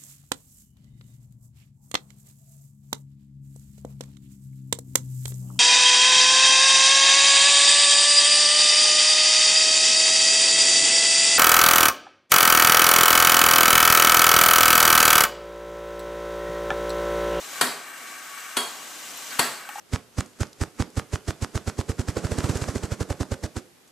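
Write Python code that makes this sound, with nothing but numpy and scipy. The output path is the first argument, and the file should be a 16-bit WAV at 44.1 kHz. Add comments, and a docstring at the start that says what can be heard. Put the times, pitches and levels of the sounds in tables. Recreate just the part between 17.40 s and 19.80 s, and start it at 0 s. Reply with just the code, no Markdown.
"""A small steam pump knocks three times on a workbench: the piston hits a stop with a hard clack
that rings the metal body and the workshop. Steam leaks throughout, sagging after the two forward
strokes and building in between; the exhaust blows with a hollow pipe tone. The hose rushes and spits,
and at the end five drops plop into a plastic cup. Room tone lies underneath."""
import sys
import numpy as np
from scipy import signal
from scipy.fft import rfft, irfft
from scipy.io import wavfile

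SR = 44100
rng = np.random.default_rng(int(sys.argv[2]) if len(sys.argv) > 2 else 0)


def unload_wav(signal):
    """Save mono or channel-first audio to the path in sys.argv[1] as 16-bit WAV at rate SR, clipped to [-1, 1]."""
    wavfile.write(
        sys.argv[1],
        SR,
        np.round(np.clip(np.atleast_2d(signal).T, -1, 1) * 32767).astype(np.int16),
    )


N = 105840
TIME_S = np.arange(N) / SR
FREQ_HZ = np.maximum(np.fft.rfftfreq(N, 1 / SR), 1)

# piston strokes: (time [s], gain [dB], bass [dB], top treble [dB], crack [dB], scrape [dB],
# stop [0 forward, 1 return])
STROKES = [(0.2114, 0.5, -1.5, 0, 1.5, -4, 0), (1.1688, -3, -3.5, -6, -8, 2, 1),
           (1.9930, 0, -1.5, 2, -2, 3, 0)]
# pump and bench modes: (frequency [Hz], forward level [dB], return level [dB], t60 [s])
BODY_MODES = [(145.5, -39.5, -46, 0.21), (244.7, -34.5, -35.5, 0.38), (407.7, -33, -29.5, 0.35),
              (692, -32, -35, 0.44), (977, -30.5, -27, .28), (1107, -33, -27.5, 0.43),
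              (1356, -32, -33, 0.32), (1595, -28.5, -28, 0.31), (1714, -33, -57, 0.45),
              (1900, -26, -33.5, 0.27), (2035, -42, -52, 0.65), (2970, -58, -33, 0.18),
              (3307, -33, -21.5, 0.39), (4444, -32.5, -26, 0.37), (4720, -35, -46, 0.23),
              (7820, -33, -50, 0.44), (8530, -59, -28, 0.27), (10030, -35, -25.5, .3)]
# drops in the cup: (time [s], level [dB], pitch [Hz], t60 [s], splash gain [dB])
DROPS = [(2.251, -34, 1520, 0.025, -10), (2.2893, -28, 825, .05, 3.5), (2.307, -35.5, 1479, 0.063, -12),
         (2.356, -26.5, 817, 0.069, -18), (2.382, -29, 836, .08, -5)]
# water spits: (time [s], level [dB], centre [Hz], width [Hz])
SPITS = [(1.773, -36, 12750, 800), (1.909, -30.5, 4570, 400), (1.927, -35, 4020, 300),
         (2.393, -35.5, 6000, 1490)]
# resonances: (centre [Hz], width [Hz], relative level [dB])
PIPE_MODES = [(1130, 42, 4), (1264, 144, -4), (1557, 176, 0.5), (1846, 180, -4.5), (2270, 200, -3),
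              (2764, 154, -6.5), (3300, 110, -12), (3930, 78, -16), (5880, 150, -14), (6550, 180, -25),
              (8140, 870, -10), (10240, 700, -19), (12000, 350, -11), (13600, 400, -14)]
HOSE_MODES = [(159.6, 14, -9.5), (262, 115, 0), (427, 410, -5.5), (734, 260, -1)]
# flow envelopes: (time [s], level [dB])
LEAK_ENVELOPE = [(0, -38.5), (.19, -36.5), (.26, -51), (.5, -46.5), (.65, -43), (.9, -42.5), (1.15, -42.5),
                 (1.35, -40), (1.55, -40), (1.8, -38), (1.98, -37.5), (2.05, -35.5), (2.26, -49),
                 (2.35, -44.5), (2.4, -43)]
EXHAUST_ENVELOPE = [(0, -47), (.11, -44), (.15, -38), (.21, -38), (.3, -45), (.55, -40.5), (.75, -41.5),
                    (.95, -39.5), (1.15, -40), (1.3, -46.5), (1.6, -47), (1.87, -48.5), (1.93, -37),
                    (2.1, -44.5), (2.4, -41.5)]
HOSE_ENVELOPE = [(0, -56), (.18, -49), (.4, -58), (.7, -53.5), (1.1, -63), (1.35, -53), (1.65, -54.5),
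                 (1.95, -52), (2.15, -58.5), (2.4, -57.5)]
# noise spectra: (frequency [Hz], relative density [dB])
CLACK_SPECTRUM = [(30, -27), (105, -20), (140, -7), (195, -14), (260, 3.5), (580, -6.5), (720, -8.5),
                  (1080, 4.5), (2400, -7), (3300, -5), (4500, -4), (5400, -14.5), (8400, -5.5), (11000, -9),
                  (15500, -22.5)]
REVERB_SPECTRUM = [(40, -40), (105, -26), (145, -7.5), (195, -14), (250, -7.5), (580, -5), (720, -3.5),
                   (1130, -2), (2400, -9), (3600, -11), (4600, -7.5), (5700, -18), (8000, -8),
                   (13700, -15.5), (15500, -22)]
LEAK_SPECTRUM = [(60, -23), (300, -9), (1000, -2), (3000, -1), (4500, -2), (6700, 0.5), (8300, -2),
                 (9600, -4), (12000, -7.5), (14500, -7), (15500, -19)]
ROOM_SPECTRUM = [(25, -11), (60, -11), (100, -22), (150, -2.5), (250, -2), (400, -4.5), (560, 6.5),
                 (740, 11.5), (1100, 11), (2500, -20)]
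# stereo image: (frequency [Hz], left-right correlation [1])
KNOCK_CORR = [(40, .8), (130, 0.9), (600, 0.96), (1500, .82), (4000, 0.8), (9000, 0.71), (14000, .25)]
HISS_CORR = [(500, 0.7), (3000, 0.7), (8000, 0.66), (11000, 0.41), (13500, 0.044)]
EXHAUST_CORR = [(1000, 0.94), (3000, 0.66), (9000, 0.82), (12500, .05)]
ROOM_CORR = [(30, .3), (80, .7), (160, 0.74), (700, 0.69)]

KNOCK_RISE_S, RETURN_RISE_S, WATER_RISE_S = 0.00067, 0.0015, 0.00062
PAN_FROM_HZ = 860  # bass reaches both ears alike


def pump():
    """Each piston stroke: scrape and clack, contact crack, workshop reverb, ringing metal."""
    out = 0
    for start_s, gain_db, bass_db, top_db, crack_db, scrape_db, is_return in STROKES:
        tone = from_db(bass_db * (1 - above(410)) + top_db * above(15500))
        comb = reflections(depth_db=3.5)
        colour = comb * from_db(over_hz(CLACK_SPECTRUM))
        hit = clack(start_s, colour, tone, scrape_db, is_return)
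        hit += from_db(crack_db) * crack(start_s, colour, tone)
        tail = reverb(start_s, comb, tone)
        out += from_db(gain_db) * (hit + tail + body_ring(start_s, is_return))
    return out


def clack(start_s, colour, tone, scrape_db, is_return):
    """The piston scrapes, then lands on its stop; more gently on the return."""
    scrape = from_db(scrape_db - 23) * np.exp(-np.abs(TIME_S - start_s) / 0.0029)
    rise_s = RETURN_RISE_S if is_return else KNOCK_RISE_S
    impact = from_db(-11.5) * burst(start_s, rise_s, t60_s=0.073)
    return filtered(noise(colour, KNOCK_CORR), tone * treble_pan(1.5)) * (scrape + impact)


def crack(start_s, colour, tone):
    """First contact: a very short treble burst."""
    treble = filtered(noise(colour * above(2600), KNOCK_CORR), tone * treble_pan(4))
    return from_db(-12) * treble * burst(start_s, rise_s=0.00023, t60_s=0.0076)


def body_ring(start_s, is_return):
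    """Pump and bench ring in beating mode clusters; each stop excites its own mix."""
    out, first = np.zeros((2, N)), int(start_s * SR)
    age_s = TIME_S[:min(N - first, SR // 2)]
    for hz, forward_db, return_db, t60_s in BODY_MODES:
        spread_hz = 9.2 + 0.00652 * hz
        ear_spread_rad = 0.62 * hz / (hz + PAN_FROM_HZ)
        cluster = 0
        for detune, *ears in rng.standard_normal((6, 3)):
            phase_rad = 2 * np.pi * ((hz + detune * spread_hz) * age_s + rng.random())
            cluster += np.sin(phase_rad + ear_spread_rad * np.array(ears)[:, None])
        fade = (1 - np.exp(-age_s / KNOCK_RISE_S)) * from_db(-60 * age_s / t60_s)
        ring = unit_rms(cluster * fade) * np.sqrt(np.mean(fade ** 2) / 2)  # power of one fading sine
        out[:, first:first + len(age_s)] += from_db(return_db if is_return else forward_db) * ring
    return out * pan(0.1)


def reverb(start_s, comb, tone):
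    """The workshop answers a knock; the top treble dies sooner."""
    wash = filtered(noise(comb * from_db(over_hz(REVERB_SPECTRUM)), KNOCK_CORR), tone)
    top = filtered(wash, above(8500))
    build_s = 0.0087
    low_tail = (wash - top) * burst(start_s, build_s, t60_s=0.6)
    top_tail = top * burst(start_s, build_s, t60_s=0.43)
    return from_db(-21.5) * (low_tail + top_tail)


def leak():
    """Bright steam hiss that follows the pressure."""
    level_db = over_time(LEAK_ENVELOPE) + 0.83 * flutter(rate_hz=23)
    colour = from_db(over_hz(LEAK_SPECTRUM)) * reflections(depth_db=3)
    return from_db(level_db) * noise(colour, HISS_CORR) * pan(0.63)


def exhaust():
    """Steam blows unevenly through the pipe's resonances."""
    level_db = over_time(EXHAUST_ENVELOPE) + 1.1 * flutter(rate_hz=17)
    return from_db(level_db) * noise(tube_colour(PIPE_MODES), EXHAUST_CORR) * pan(1.3)


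def drops():
    """Each drop meets the water with a tick, a splash and a slightly rising bubble tone."""
    splash = noise(resonance(2700, width_hz=440) + resonance(1220, width_hz=600), KNOCK_CORR)
    tick = from_db(-3) * noise(above(2700), HISS_CORR)
    out, glide_per_s = 0, 0.6
    for start_s, level_db, hz, t60_s, splash_db in DROPS:
        age_s = np.maximum(TIME_S - start_s, 0)
        phase_rad = 2 * np.pi * hz * age_s * (1 + glide_per_s * age_s / 2)
        slosh = 1 + 0.33 * flutter(rate_hz=110)
        bubble = np.sin(phase_rad) * burst(start_s, WATER_RISE_S, t60_s) * slosh
        wet = splash * burst(start_s, WATER_RISE_S, t60_s=0.04)
        wet += tick * burst(start_s, WATER_RISE_S, t60_s=0.033)
        out += from_db(level_db) * (bubble + 0.5 * from_db(splash_db) * wet)
    return out


def spits():
    """Tiny bursts of water from the hose."""
    out = 0
    for start_s, level_db, hz, width_hz in SPITS:
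        spray = noise(resonance(hz, width_hz), HISS_CORR)
        out += from_db(level_db) * spray * burst(start_s, WATER_RISE_S, t60_s=0.043)
    return out


def hose():
    """Low, hollow rush of water and steam in the hose."""
    return from_db(over_time(HOSE_ENVELOPE)) * noise(tube_colour(HOSE_MODES), KNOCK_CORR)


def room_tone():
    """Steady, faint workshop noise."""
    return from_db(-53.5) * noise(from_db(over_hz(ROOM_SPECTRUM)), ROOM_CORR)


def reflections(depth_db):
    """Close echoes off the bench comb the treble; gain per frequency."""
    decay_s = 0.0039
    echoes = rng.standard_normal(N) * np.exp(-TIME_S / decay_s) * TIME_S
    return from_db(depth_db * unit_rms(rfft(echoes).real) * above(1700))


def tube_colour(modes):
    """Summed resonances of a pipe or hose."""
    return sum(from_db(db) * resonance(hz, width_hz) for hz, width_hz, db in modes)


def resonance(hz, width_hz):
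    """Unit peak; width at -6 dB."""
    return 1 / (1 + ((FREQ_HZ ** 2 - hz ** 2) / (FREQ_HZ * width_hz)) ** 2)


def above(hz):
    """Soft high-pass gain."""
    return 1 / (1 + (hz / FREQ_HZ) ** 8)


def noise(colour, corr_table):
    """Coloured stereo noise, rms 1."""
    corr = np.clip(over_hz(corr_table), -0.99, 0.99)
    mid, side = np.exp(2j * np.pi * rng.random((2, len(FREQ_HZ))))
    stereo = np.sqrt(1 + corr) * mid + np.sqrt(1 - corr) * side * [[1], [-1]]
    return unit_rms(irfft(colour * stereo, N))


def flutter(rate_hz):
    """Random wobble, rms 1."""
    return unit_rms(filtered(rng.standard_normal(N), 1 / (1 + (FREQ_HZ / rate_hz) ** 2)))


def burst(start_s, rise_s, t60_s):
    """Fast rise, exponential decay."""
    age_s = np.maximum(TIME_S - start_s, 0)
    return (1 - np.exp(-age_s / rise_s)) * from_db(-60 * age_s / t60_s)


def over_hz(points):
    hz, value = np.transpose(points)
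    return np.interp(np.log(FREQ_HZ), np.log(hz), value)


def over_time(points):
    return np.interp(TIME_S, *np.transpose(points))


def filtered(x, gain):
    return irfft(rfft(x) * gain, N)


def pan(left_db):
    return from_db([[left_db], [-left_db]])


def treble_pan(left_db):
    return pan(left_db) ** above(PAN_FROM_HZ)


def from_db(db):
    return 10 ** (np.asarray(db) / 20)


def unit_rms(x):
    return x / np.sqrt(np.mean(x ** 2) + 1e-20)


def scene():
    """Pump, steam and water over room tone."""
    return room_tone() + pump() + leak() + exhaust() + hose() + spits() + drops()


def record(dry):
    """Microphone: narrow treble dip, rounded peaks, top cut."""
    notch_hz, cutoff_hz = 9130, 15300
    notched = signal.lfilter(*signal.iirnotch(notch_hz, Q=20, fs=SR), dry)
    rounded = 1.274 * np.tanh(notched / 1.326)
    return signal.sosfilt(signal.ellip(10, 0.1, 80, cutoff_hz, fs=SR, output="sos"), rounded)


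dry = scene()
out = record(dry)
unload_wav(out)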